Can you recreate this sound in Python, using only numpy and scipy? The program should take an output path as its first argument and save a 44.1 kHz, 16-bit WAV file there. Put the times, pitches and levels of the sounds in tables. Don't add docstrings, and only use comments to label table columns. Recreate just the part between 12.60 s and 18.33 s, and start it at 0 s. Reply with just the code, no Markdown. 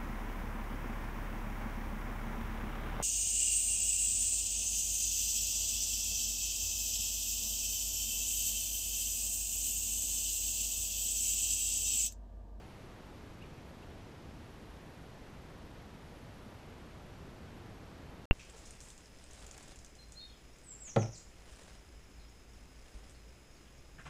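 import sys
import numpy as np
from scipy import signal
from scipy.fft import rfft, irfft
from scipy.io import wavfile
from scipy.ndimage import uniform_filter1d

SR = 44100
rng = np.random.default_rng(int(sys.argv[2]) if len(sys.argv) > 2 else 0)


def bounce(signal):
    frames = np.transpose(np.atleast_2d(signal))
    limited = np.clip(frames, -1, 1)
    pcm = np.round(limited * 32767).astype(np.int16)
    wavfile.write(sys.argv[1], SR, pcm)


N = 252693

# frequency in Hz, relative density in dB.
WIND_SPECTRUM = [(8, -30), (14, -9.5), (30, 0.5), (62, 1), (120, -1), (200, -4), (400, -9), (900, -15),
                 (2000, -21.5), (3200, -25.5), (6000, -32.5), (10000, -41), (12500, -42.5), (15000, -49)]
# start in seconds, end in seconds, level in dB, note centre in seconds.
BUZZ_PHRASES = [(0.0, .31, -84, .08), (1.7, 2.56, -84, 2.3), (3.39, 4.07, -82, 3.84)]
# centre in Hz, width in Hz, relative level in dB.
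WING_RESONANCES = [(9450, 700, -3), (10600, 200, -6), (10950, 300, -8), (12000, 2400, -3)]
# start in seconds, length in seconds, start and end pitch in Hz, level in dB.
BIRD_GLIDES = [(0.812, .025, 2380, 3120, -61.5), (0.835, .012, 2480, 2360, -65),
               (1.223, 0.016, 2480, 3000, -65)]
# centre in seconds, level in dB.
NEAR_SCRAPES = [(1.09, -78.5), (3.06, -79), (3.9, -81), (4.97, -79)]


def gain_of(db):
    return 10 ** (np.asarray(db) / 20)


def unit_rms(x):
    return x / np.sqrt(np.mean(x ** 2) + 1e-20)


def add(mix, start_s, sound):
    part = mix[max(round(start_s * SR), 0):][:len(sound)]
    part += sound[:len(part)]


def band_noise(centre_hz, width_hz):
    hz = np.fft.rfftfreq(N, 1 / SR)
    bell = np.exp(-2 * ((hz - centre_hz) / width_hz) ** 2)
    return unit_rms(irfft(rfft(rng.standard_normal(N)) * bell, N))


def gate(start_s, end_s, taper=0.5):
    progress = (np.arange(N) / SR - start_s) / (end_s - start_s)
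    return np.sin(np.pi / 2 * np.clip(np.minimum(progress, 1 - progress) / taper, 0, 1))


def wind(level_db=-50.5, patchy_db=0.23, swell_db=0.6, rumble_hz=450):
    frames, hz = N // 512 + 6, np.fft.rfftfreq(2048, 1 / SR)
    real, imag, patches = rng.standard_normal((3, frames, len(hz)))
    patches = uniform_filter1d(patches, size=8, axis=0)
    patches = unit_rms(uniform_filter1d(patches, size=14, axis=1))
    breeze = unit_rms(uniform_filter1d(rng.standard_normal(frames), size=12))
    swell = breeze[:, None] / (1 + (hz / rumble_hz) ** 2)
    knot_hz, knot_db = np.transpose(WIND_SPECTRUM)
    steady_db = np.interp(np.log(hz + 1), np.log(knot_hz + 1), knot_db)
    spectra = (real + 1j * imag) * gain_of(steady_db + patchy_db * patches + swell_db * swell)
    rush = signal.istft(spectra.T, nperseg=2048, noverlap=1536)[1][:N]
    return gain_of(level_db) * unit_rms(rush)


def buzzing_insect(stroke_hz=147, depth=0.6, note_hz=10950, note_s=0.045, note_boost_db=4.5):
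    rasp = unit_rms(sum(gain_of(db) * band_noise(hz, width_hz) for hz, width_hz, db in WING_RESONANCES))
    strokes = 1 + depth * np.sin(2 * np.pi * stroke_hz * np.arange(N) / SR)
    phrases, notes = np.zeros((2, N))
    for start_s, end_s, db, centre_s in BUZZ_PHRASES:
        phrases += gain_of(db) * gate(start_s, end_s, taper=0.14)
        notes += gain_of(db + note_boost_db) * gate(centre_s - note_s / 2, centre_s + note_s / 2)
    return rasp * strokes * phrases + band_noise(note_hz, width_hz=150) * notes


def bush_cricket(level_db=-79, pitch_hz=11265, waver_hz=45, uneven_db=1.0, rasp_db=-9,
                 first_s=0.015, syllable_s=0.017, syllables_per_s=25):
    since_s = (np.arange(N) / SR - first_s) % (1 / syllables_per_s)
    stroke = np.sqrt(np.sin(np.pi * np.minimum(since_s / syllable_s, 1)).clip(0))
    cycles = np.cumsum(pitch_hz + waver_hz * band_noise(0, width_hz=202)) / SR
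    tone = unit_rms(np.sin(2 * np.pi * cycles))
    rasp = gain_of(rasp_db) * band_noise(pitch_hz, width_hz=700)
    gain = gain_of(level_db + uneven_db * band_noise(0, width_hz=20))
    return gain * stroke * (tone + rasp)


def bird(scatter_db=-8, scatter_t60_s=0.22):
    calls = np.zeros(N)
    for start_s, length_s, start_hz, end_hz, db in BIRD_GLIDES:
        t = np.arange(0, length_s, 1 / SR)
        cycles = np.cumsum(start_hz + (end_hz - start_hz) * t / length_s) / SR
        whistle = np.sin(np.pi * t / length_s) * np.sin(2 * np.pi * cycles)
        add(calls, start_s, gain_of(db) * unit_rms(whistle))
    t = np.arange(SR // 2) / SR
    tail = rng.standard_normal(len(t)) * np.exp(-np.log(1000) * t / scatter_t60_s)
    scatter = signal.fftconvolve(calls, tail / np.linalg.norm(tail))[:N]
    return calls + gain_of(scatter_db) * scatter


def insect_scrapes(centre_hz=11750, width_hz=1900, length_s=0.045, far_per_s=1.2, far_db=-83):
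    far = [(i / SR, far_db) for i in np.flatnonzero(rng.random(N) < far_per_s / SR)]
    envelope = sum(gain_of(db) * gate(s - length_s / 2, s + length_s / 2) for s, db in NEAR_SCRAPES + far)
    return envelope * band_noise(centre_hz, width_hz)


def electrical_pop(start_s=5.7103, step_db=-13, settle_s=0.0072,
                   ring_hz=2750, ring_db=-16.5, ring_s=0.0037, cutoff_hz=3000, edge_db=-17):
    t = np.arange(N) / SR - start_s
    on, t = t > 0, np.maximum(t, 0)
    step = on * gain_of(step_db) * np.exp(-t / settle_s)
    ring = on * gain_of(ring_db) * np.exp(-t / ring_s) * np.cos(2 * np.pi * ring_hz * t)
    dulled = signal.sosfilt(signal.butter(4, cutoff_hz, fs=SR, output="sos"), step - ring)
    return dulled + gain_of(edge_db) * (step - dulled)


def scene():
    return (wind() + bush_cricket() + buzzing_insect() + insect_scrapes() + bird())[None]


def record(dry, dropout_s=5.655, cutoff_hz=15150):
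    live = np.arange(N) / SR < dropout_s
    low_pass = signal.firwin(511, cutoff_hz, window=("kaiser", 9), fs=SR)
    return signal.oaconvolve(dry * live + electrical_pop(), low_pass[None], "same")


dry = scene()
out = record(dry)
bounce(out)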